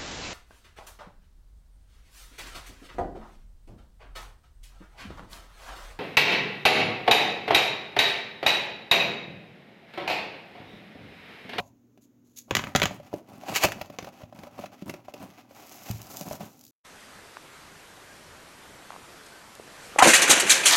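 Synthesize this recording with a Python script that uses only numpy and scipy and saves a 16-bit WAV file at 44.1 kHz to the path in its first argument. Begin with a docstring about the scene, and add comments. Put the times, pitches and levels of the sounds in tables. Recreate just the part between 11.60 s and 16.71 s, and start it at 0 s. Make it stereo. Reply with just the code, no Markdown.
"""A light knock and a fingertip brushing a glossy lid: hands on a small cardboard box, close to a stereo
microphone, at a table in a small room. The seal gives in sharp snaps that ring the card, and the tuck
flap scrapes out of its slot. Fingers rub and knock the panels over the murmur of the hollow box, then
a ball in a thin, crinkling plastic bag slides out and thuds into the palm. Far off, an appliance hums."""
import sys
import numpy as np
from scipy import signal
from scipy.fft import rfft, irfft
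from scipy.io import wavfile

SR = 44100
rng = np.random.default_rng(int(sys.argv[2]) if len(sys.argv) > 2 else 0)


def pcm_store(signal):
    """Save signal as 16-bit PCM."""
    levels = np.round(np.clip(np.atleast_2d(signal), -1, 1) * 32767)
    wavfile.write(sys.argv[1], SR, levels.astype(np.int16).T)


N = 225306
TIME = np.arange(N) / SR
HIT_TIME = TIME[:5000]  # the span of one hit

# Fingers and flaps knock the box. Each row: start in seconds, scuff, panel and hollow levels in dB,
# favoured resonance in Hz, contact time in seconds.
BOX_KNOCKS = [(0, -45, -36, -41, 790, 0.0006), (.375, -63, -59, -61, 386, 0.00046),
              (1.307, -55, -40, -43, 650, .002), (1.398, -58, -44, -54, 536, 0.0017),
              (1.529, -56, -38, -46, 665, 0.0011), (1.537, -45, -29, -43, 380, 0.0012),
              (1.832, -51, -44, -60, 650, 0.0046), (2.042, -30, -21.5, -32.5, 720, 0.0011),
              (2.048, -24, -20.5, -33, 570, 0.0018), (2.156, -64, -50, -41.5, 350, .003),
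              (2.211, -34.5, -36, -45.5, 686, 0.0035), (2.299, -49.5, -44, -42.5, 604, .001),
              (2.424, -46, -49.5, -43.5, 330, .002), (2.444, -43.5, -47, -57, 694, .001),
              (2.471, -52, -42.5, -53, 700, .001), (2.632, -54, -48, -40.5, 640, 0.0033),
              (2.724, -57, -47, -56, 720, 0.0024), (2.787, -48, -50.5, -46, 710, 0.0023),
              (2.833, -48.5, -47.5, -54, 790, 0.0018), (2.868, -55.5, -46.5, -53.5, 714, .002),
              (2.989, -48.5, -39.5, -46, 720, .002), (3.037, -50.5, -37, -52, 670, 0.0041),
              (3.056, -43.5, -56, -55, 700, 0.0044), (3.222, -52, -47, -38, 320, 0.00089),
              (3.294, -35.5, -38, -44, 368, 0.0023), (3.339, -44.5, -42, -52, 320, 0.00058),
              (3.482, -59, -41, -56, 710, 0.00065), (3.537, -43.5, -43, -54, 450, 0.0026),
              (3.908, -59.5, -52.5, -67, 650, .002), (4.608, -51.5, -41, -39, 664, .003),
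              (4.709, -45, -35.5, -41, 650, 0.0012), (4.806, -54, -44.5, -45, 650, .002)]
# A fingertip brushes the lid. Each row: start and length in seconds, level in dB.
LID_BRUSHES = [(0, 0.082, -63.5), (0.408, 0.034, -58.5), (0.642, 0.16, -68), (.76, 0.028, -40)]
# Fingers rub the card; the row at 1.3 s is a short wash that lingers after the snaps. Each row: start and
# length in seconds, level in dB, depth in dB (plus for the # soft pad, minus for the nail).
FINGER_RUBS = [(0.874, 0.034, -56.5, 5.5), (1, 0.12, -49, 3), (1.3, 0.072, -54, 4), (1.42, 0.11, -66.5, -4),
               (1.55, .04, -59, 6), (1.675, 0.12, -57, 3), (1.8, 0.067, -56.5, -1), (1.89, 0.046, -44, 4.5),
               (2.1, .15, -55, 1), (2.32, 0.061, -61, -2.5), (2.4, 0.079, -55, -1), (2.52, .1, -56, -1),
               (2.74, .14, -57.5, 2), (2.9, 0.067, -59, -1), (2.974, 0.074, -50, -0.5),
               (3.115, 0.023, -52, -2), (3.177, .04, -61, -9), (3.256, 0.043, -45, 7),
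               (3.33, 0.029, -60.5, 0), (3.44, 0.052, -60.5, -6.5), (3.55, 0.043, -54.5, 3),
               (3.595, 0.076, -48.5, 4.5), (3.69, 0.083, -65.5, -8.5), (3.775, 0.033, -62, -8)]
# The seal and creases snap. Each row: start in seconds, crack level in dB, brightness in dB per octave,
# card level in dB.
SEAL_SNAPS = [(0.9092, -27.5, -5, -28.5), (0.9511, -20, -0.5, -34.5), (0.9675, -23.5, -0.5, -35),
              (0.9894, -36, -4.5, -40), (0.994, -30, -7, -40.5), (1.039, -32, -8.5, -41),
              (1.0704, -37.5, -7.5, -46.5), (1.1506, -21, -7.5, -22), (1.1603, -20, 0, -28),
              (1.1992, -30.5, -2.5, -39), (1.2184, -20.5, -6, -27), (1.2303, -21.5, -3, -34.5),
              (1.2364, -27.5, -2.5, -34.5), (1.2555, -25.5, -1.5, -31), (1.9602, -24.5, 4.5, -36.5),
              (2.0856, -39, 3, -41), (2.1203, -33, 1, -48), (2.2589, -54, 6, -53), (2.387, -36, 0, -36)]
# Tugs on the tuck flap. 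Each row: start and length of the slip in seconds, scrape and panel levels in dB.
FLAP_TUGS = [(1.886, 0.013, -39.5, -32.5), (1.964, 0.01, -23, -33.5), (2.036, 0.014, -19, -23)]
# The flap pulls free, the ball lands and settles. Each row: start in seconds, pitch in Hz, level in dB.
SOFT_THUDS = [(2.046, 110, -29), (4.302, 113, -22.5), (4.345, 89, -34)]
# The bagged ball shifts out of the box. Each row: start and length in seconds, rub level, depth and
# film level in dB.
BALL_SHOVES = [(3.89, .06, -63, -3, -63), (3.945, .16, -58, -4.5, -53.5), (4.104, .14, -56.5, -6, -48.5),
               (4.25, 0.06, -48.5, -5.5, -44.5), (4.322, .17, -56, -3, -49), (4.493, 0.14, -48, 1, -42),
               (4.65, 0.11, -46, 3, -46), (4.796, 0.077, -47.5, 2.5, -53)]
# The bag snaps taut. Each row: start in seconds, level in dB.
TAUT_TICKS = [(4.3118, -24.5), (4.57, -23), (4.686, -31.5), (4.725, -31), (5.011, -39), (5.0386, -40),
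              (5.051, -37), (5.066, -39.5)]
# Where the box is held before the microphone. Each row: time in seconds, left minus right in dB.
BOX_POSITION = [(.9, -5.5), (1.25, -5.5), (2, -2.5), (2.4, -1.1), (4, -0.75)]
# Modes of the card panels and the hollow box. Each row: frequency in Hz, level in dB, t60 in seconds.
PANEL_MODES = [(349, -2.5, 0.039), (462, -6, 0.033), (578.8, 3, 0.041), (689.5, 1.5, 0.031),
               (815, -4, 0.031), (1001, 3.5, 0.02), (1250, -1, .025), (1460, -8.5, .025)]
HOLLOW_MODES = [(89, -1.5, .1), (103.3, -2.5, 0.11), (147.4, -1, 0.12), (182, -1, .078), (226, 1.5, 0.083),
                (299, 1.5, 0.036)]
# Spectra of skin on card, the glossy lid, room air, the card body, a crack, the flap's edge and the
# plastic film. Each row: frequency in Hz, level in dB.
SKIN_SPECTRUM = [(700, -31), (1200, -1.5), (1570, -6), (2000, -2.5), (2600, -1.5), (3700, -9), (6700, -10),
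                 (8800, -23.5), (11400, -15), (16000, -19)]
GLOSS_SPECTRUM = [(1200, -25.5), (2500, -12), (4000, -7.5), (5300, -9), (6800, 3.5), (8700, -18.5),
                  (11000, -6), (16000, -11)]
AIR_SPECTRUM = [(25, -25.5), (114, -8), (166, -13.5), (242, -0.5), (476, -16.5), (754, -27), (2000, -35.5),
                (5100, -42), (6600, -32), (8400, -49.5), (16000, -37)]
CARD_SPECTRUM = [(150, -21), (300, 1), (440, -4.5), (720, 4), (1050, -4.5), (1500, -10), (2600, -47)]
CRACK_SPECTRUM = [(530, -28.5), (1000, -4), (1830, 3.5), (2900, -0.5), (4900, -6), (6900, -2), (8500, -21),
                  (13500, -14.5), (16000, -22.5)]
SCRAPE_SPECTRUM = [(530, -40.5), (900, -13), (1260, -0.5), (1470, -7.5), (2660, 2), (3500, -8.5),
                   (4700, -5), (5400, -10.5), (6700, -6.5), (9300, -20.5), (12000, -12.5), (16000, -18.5)]
FILM_SPECTRUM = [(1500, -20), (4000, -5.5), (6900, 0), (9000, -11.5), (12700, -1.5), (16000, -6.5)]
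# The hum of a distant appliance. Each row: frequency in Hz, level in dB.
APPLIANCE_HUM = [(118.4, -66.5), (242.2, -61), (285.3, -66.5)]
# The small room's decay. Each row: frequency in Hz, t60 in seconds.
ROOM_DECAY = [(100, 0.56), (500, 0.31), (3000, 0.29), (15000, 0.27)]

STROKE_ATTACK_S, STROKE_RELEASE_S = .012, .015  # shared by every rub, shove and brush


def undb(db):
    """Decibels to gain."""
    return 10 ** (np.asarray(db) / 20)


def unit(x):
    """Scale to rms 1."""
    return x / np.sqrt(np.mean(x ** 2))


def burst(x):
    """Scale a hit so that its mean square equals the number of samples in a fiftieth of a second."""
    return x / np.sqrt(np.sum(x ** 2) / len(x) / (SR / 50))


def sides(pan_db):
    """Left and right gains."""
    return undb(np.array([[.5], [-.5]]) * pan_db)


def box_pan(s):
    """Left minus right dB of the box at time s."""
    return np.interp(s, *np.transpose(BOX_POSITION))


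def place(x, pan_db, lag_s_per_db=.00005):
    """A source off centre is louder on the nearer side of the microphone and reaches it sooner."""
    lag = int(pan_db * lag_s_per_db * SR)
    left = np.pad(x[0], (max(-lag, 0), 0))
    right = np.pad(x[1], (max(lag, 0), 0))
    return sides(pan_db) * np.array([left[:x.shape[1]], right[:x.shape[1]]])


def add(out, s, x):
    """Mix x in at time s."""
    i = max(int(s * SR), 0)
    out[:, i:i + x.shape[1]] += x[:, :N - i]


def stereo_noise(size, width):
    """Noise at the two sides of the microphone, partly shared."""
    shared, left, right = rng.standard_normal((3, size))
    return unit(shared + width * np.array([left, right]))


def along(points, hz):
    """Read (Hz, value) points on a log-frequency axis."""
    point_hz, values = np.transpose(points)
    return np.interp(np.log(hz + 1), np.log(point_hz), values)


def colour(x, spectrum, size=1024):
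    """Causal filter with the given spectrum, so that attacks stay sharp."""
    hz = np.arange(size // 2 + 1) * SR / size
    cepstrum = irfft(np.log(undb(along(spectrum, hz))))
    cepstrum[1:size // 2] *= 2
    cepstrum[size // 2 + 1:] = 0
    impulse = irfft(np.exp(rfft(cepstrum)))
    return signal.oaconvolve(x, impulse[None], axes=1)[:, :x.shape[1]]


def fade(t60, t=HIT_TIME):
    """Exponential decay, 60 dB down after t60 seconds."""
    return np.exp(-np.log(1000) * t / t60)


def ring(modes, scatter_db, detune, width):
    """Struck modes; the place of the blow sets their weights and the grip shifts their pitch."""
    hz, db, t60 = np.transpose(modes)
    weight, shift, lag, sign = rng.standard_normal((4, len(hz)))
    pole = 2j * np.pi * hz * (1 + detune * shift) - np.log(1000) / t60
    waves = np.exp((pole[:, None] * HIT_TIME).astype(np.complex64))
    stereo_phase = np.exp(1j * width * lag * np.array([[1], [-1]]))
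    gains = np.sign(sign) * undb(db + scatter_db * weight) * stereo_phase
    attack = 1 - np.exp(-HIT_TIME / .00049)
    return burst((gains[:, :, None] * waves).sum(axis=1).imag * attack)


def slips(per_s, spread_db, hiss, width):
    """Stick and slip: tiny clicks of very uneven size over a smooth hiss."""
    chance = rng.random(N) * SR / per_s
    clicks = np.zeros(N)
    clicks[chance < 1] = undb(spread_db * np.minimum(-np.log(chance[chance < 1]), 4))
    return unit((unit(clicks) + hiss) * stereo_noise(N, width))


def grip(per_s, spread_db):
    """Contact comes and goes: the gain glides between random levels."""
    db = spread_db * rng.standard_normal(1000)
    return unit(undb(np.interp(TIME * per_s, np.arange(len(db)), db)))


def stroke(s, length):
    """One sliding contact: attack, hold, release."""
    attack = np.clip((TIME - s) / STROKE_ATTACK_S, 0, 1)
    return attack * np.exp(-np.maximum(TIME - s - length, 0) / STROKE_RELEASE_S)


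def tug(s, length, build_db_per_s=602, drop_db_per_s=898.5):
    """Friction builds with the pull, holds while the flap slips, then drops."""
    before, after = np.maximum(s - TIME, 0), np.maximum(TIME - s - length, 0)
    return undb(-build_db_per_s * before - drop_db_per_s * after)


def knocks(focus_db_per_octave=15):
    """A finger or flap meets the box: a short scuff, and the card rings in the modes the spot favours."""
    out = np.zeros((2, N))
    for s, scuff_db, panel_db, hollow_db, favoured_hz, contact_s in BOX_KNOCKS:
        press = 1 - np.exp(-(HIT_TIME / contact_s) ** 2)
        modes = [(hz, db - focus_db_per_octave * abs(np.log2(hz / favoured_hz)), t60)
                 for hz, db, t60 in PANEL_MODES]
        scuff = burst(colour(stereo_noise(len(HIT_TIME), width=1) * fade(.029) * press, SKIN_SPECTRUM))
        panel = burst(ring(modes, scatter_db=2, detune=.033, width=.28) * press)
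        hollow = burst(ring(HOLLOW_MODES, scatter_db=6.1, detune=.063, width=.25) * fade(.14) * press)
        hit = undb(scuff_db - 3) * scuff + undb(panel_db) * panel + undb(hollow_db - 1) * hollow
        add(out, s, place(hit, box_pan(s)))
    return out


def fingertip():
    """Skin whispers over the glossy print of the lid."""
    speed = sum(undb(db - 3) * stroke(s, length) for s, length, db in LID_BRUSHES)
    return speed * unit(colour(slips(2500, spread_db=3.5, hiss=.7, width=1.3), GLOSS_SPECTRUM))


def room_tone(air_db=-63):
    """Quiet air round the microphone and the faint hum of a distant appliance."""
    hum = sum(undb(db - 1) * np.sin(2 * np.pi * (hz * TIME + rng.random())) for hz, db in APPLIANCE_HUM)
    air = unit(colour(stereo_noise(N, width=.6), AIR_SPECTRUM, size=4096))
    return undb(air_db) * air + hum


def rubbing(boom_per_depth=1.34):
    """Fingers and ball rub the card: dry grain over a hollow murmur; softer contact sounds deeper."""
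    grain_gain = panel_gain = hollow_gain = undb(-65.5) * stroke(.89, 4.15)  # hands never keep still
    for s, length, db, depth_db, *_ in FINGER_RUBS + BALL_SHOVES:
        speed = stroke(s, length)
        grain_gain = grain_gain + undb(db - depth_db) * speed
        panel_gain = panel_gain + undb(db) * speed
        hollow_gain = hollow_gain + undb(db + boom_per_depth * depth_db) * speed
    grain = unit(colour(slips(2500, spread_db=3.5, hiss=.7, width=1), SKIN_SPECTRUM))
    panel = unit(colour(slips(900, spread_db=2.8, hiss=.68, width=.22), CARD_SPECTRUM))
    hollow_spectrum = [(40, -19), (90, -1), (230, 5), (330, 0), (600, -30)]
    hollow = unit(colour(slips(400, spread_db=3.3, hiss=.65, width=.25), hollow_spectrum))
    rub = undb(-5) * grain_gain * grain + panel_gain * panel + undb(-3) * hollow_gain * hollow
    return rub * grip(55, spread_db=2.5) * sides(box_pan(TIME))


def snaps(lid_open_s=1.9, open_boom_db=-10.5):
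    """A bond breaks with one sharp step, a spray of fibres follows, and the freed card rings."""
    out = np.zeros((2, N))
    for s, crack_db, brightness, card_db in SEAL_SNAPS:
        # the last fibres hold on and part one by one
        stragglers = (rng.random(len(HIT_TIME)) < 500 / SR) * undb(1) * fade(.13)
        fibres = stereo_noise(len(HIT_TIME), width=.9) * (fade(.02) + stragglers)
        fibres[:, 0] -= undb(12)  # the bond gives
        spectrum = [(hz, db + brightness * np.log2(np.clip(hz, 1500, 8000) / 3000))
                    for hz, db in CRACK_SPECTRUM]
        crack = burst(colour(fibres, spectrum))
        # the stiff edge of the lid twangs in the low treble
        edge_modes = [(hz, 0, .05) for hz in 1400 + 1900 * rng.random(size=7)]
        edge = ring(edge_modes, scatter_db=4, detune=0, width=.9)
        panel = ring(PANEL_MODES, scatter_db=3.8, detune=.06, width=.4)
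        hollow = ring(HOLLOW_MODES, scatter_db=3, detune=.08, width=.2)
        hit = undb(crack_db - 1) * (crack + undb(-10) * edge) + undb(card_db - .5) * panel
        hit += undb(card_db - 2 + open_boom_db * (s > lid_open_s)) * hollow  # an open box booms less
        add(out, s, place(hit, box_pan(s)))
    return out


def flap():
    """The cut edge of the flap judders along its slot and shakes the panels."""
    friction = slips(5000, spread_db=3, hiss=.56, width=.9)
    first_s, last_s = FLAP_TUGS[0][0], FLAP_TUGS[-1][0]
    drag = undb(-42.5) * stroke(first_s - STROKE_ATTACK_S, last_s - first_s)  # light, between the tugs
    scrape_gain = np.max([drag] + [undb(db) * tug(s, length) for s, length, db, _ in FLAP_TUGS], axis=0)
    panel_gain = np.max([drag] + [undb(db) * tug(s, length) for s, length, _, db in FLAP_TUGS], axis=0)
    scrape = undb(.24) * scrape_gain * unit(colour(friction, SCRAPE_SPECTRUM))
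    panel = undb(-1) * panel_gain * unit(colour(friction, CARD_SPECTRUM))
    return (scrape + panel) * sides(box_pan(TIME))


def thuds():
    """Soft heavy contacts ring a low note and a weaker, shorter overtone."""
    out = np.zeros((2, N))
    for s, hz, db in SOFT_THUDS:
        phase = 2 * np.pi * hz * HIT_TIME
        thud = np.sin(phase) * fade(.12) + .6 * np.sin(1.64 * phase) * fade(.067)
        add(out, s, sides(box_pan(s)) * undb(db) * thud)
    return out


def bagged_ball(settle_s=4.88):
    """Thin film hisses and buckles round the ball at each shove, ticks taut and crinkles as it settles."""
    buckles = slips(130, spread_db=3.2, hiss=0, width=1.4)
    one_fold = stereo_noise(len(HIT_TIME), width=1.3) * fade(.0067)
    crinkle = unit(signal.fftconvolve(buckles, one_fold, axes=1)[:, :N])
    sliding = slips(2500, spread_db=3.3, hiss=.77, width=1.6)
    film = unit(colour(sliding + undb(-2) * crinkle, FILM_SPECTRUM))
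    shoves = sum(undb(db - 1) * stroke(s, length) for s, length, _, _, db in BALL_SHOVES)
    settling = undb(-60) * stroke(settle_s, .25)
    out = (shoves * grip(70, spread_db=1.7) + settling) * film
    for s, db in TAUT_TICKS:
        tick = burst(colour(stereo_noise(len(HIT_TIME), width=1.3) * fade(.013), FILM_SPECTRUM))
        add(out, s, undb(db - 16) * tick)
    return out


def room(direct, tail_db=-13, early_db=-12):
    """Table and wall answer at once; a diffuse tail follows, weaker and shorter in the treble."""
    t = TIME[:SR * 3 // 4]
    hz = np.arange(len(t) // 2 + 1) * SR / len(t)
    tail_spectrum = [(300, 0), (800, -1.5), (2500, -1), (14000, -3)]
    noise_bins = rfft(colour(stereo_noise(len(t), width=1.5), tail_spectrum))
    band_hz, band_t60 = np.transpose(ROOM_DECAY)
    tail = 0
    for t60, share in zip(band_t60, np.eye(len(band_hz))):
        band = along(np.column_stack([band_hz, share]), hz)
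        tail = tail + irfft(noise_bins * band, len(t)) * fade(t60, t)
    tail *= np.clip(t / .0081, 0, 1)
    reflections = rng.standard_normal((2, len(t))) * (rng.random(len(t)) < .03)
    early = reflections * (t > .002) * fade(.05, t)
    response = (undb(tail_db) * unit(tail) + undb(early_db) * unit(early)) / np.sqrt(len(t))
    return direct + signal.fftconvolve(direct, response, axes=1)[:, :N]


def scene():
    """The box handled close to the microphone, with the small room behind it."""
    hits = snaps() + knocks() + thuds()
    friction = flap() + rubbing() + fingertip() + bagged_ball()
    return room(hits + friction) + room_tone()


def record(dry, low_hz=55, top_hz=16000):
    """The microphone sheds the deep bass; the recorder clips near full scale and cuts the top."""
    bass_cut = signal.butter(2, low_hz, "high", fs=SR, output="sos")
    top_cut = signal.ellip(10, .2, 80, top_hz, fs=SR, output="sos")
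    clipped = np.clip(signal.sosfilt(bass_cut, dry), -.9, .9)
    return signal.sosfilt(top_cut, clipped)


dry = scene()
out = record(dry)
pcm_store(out)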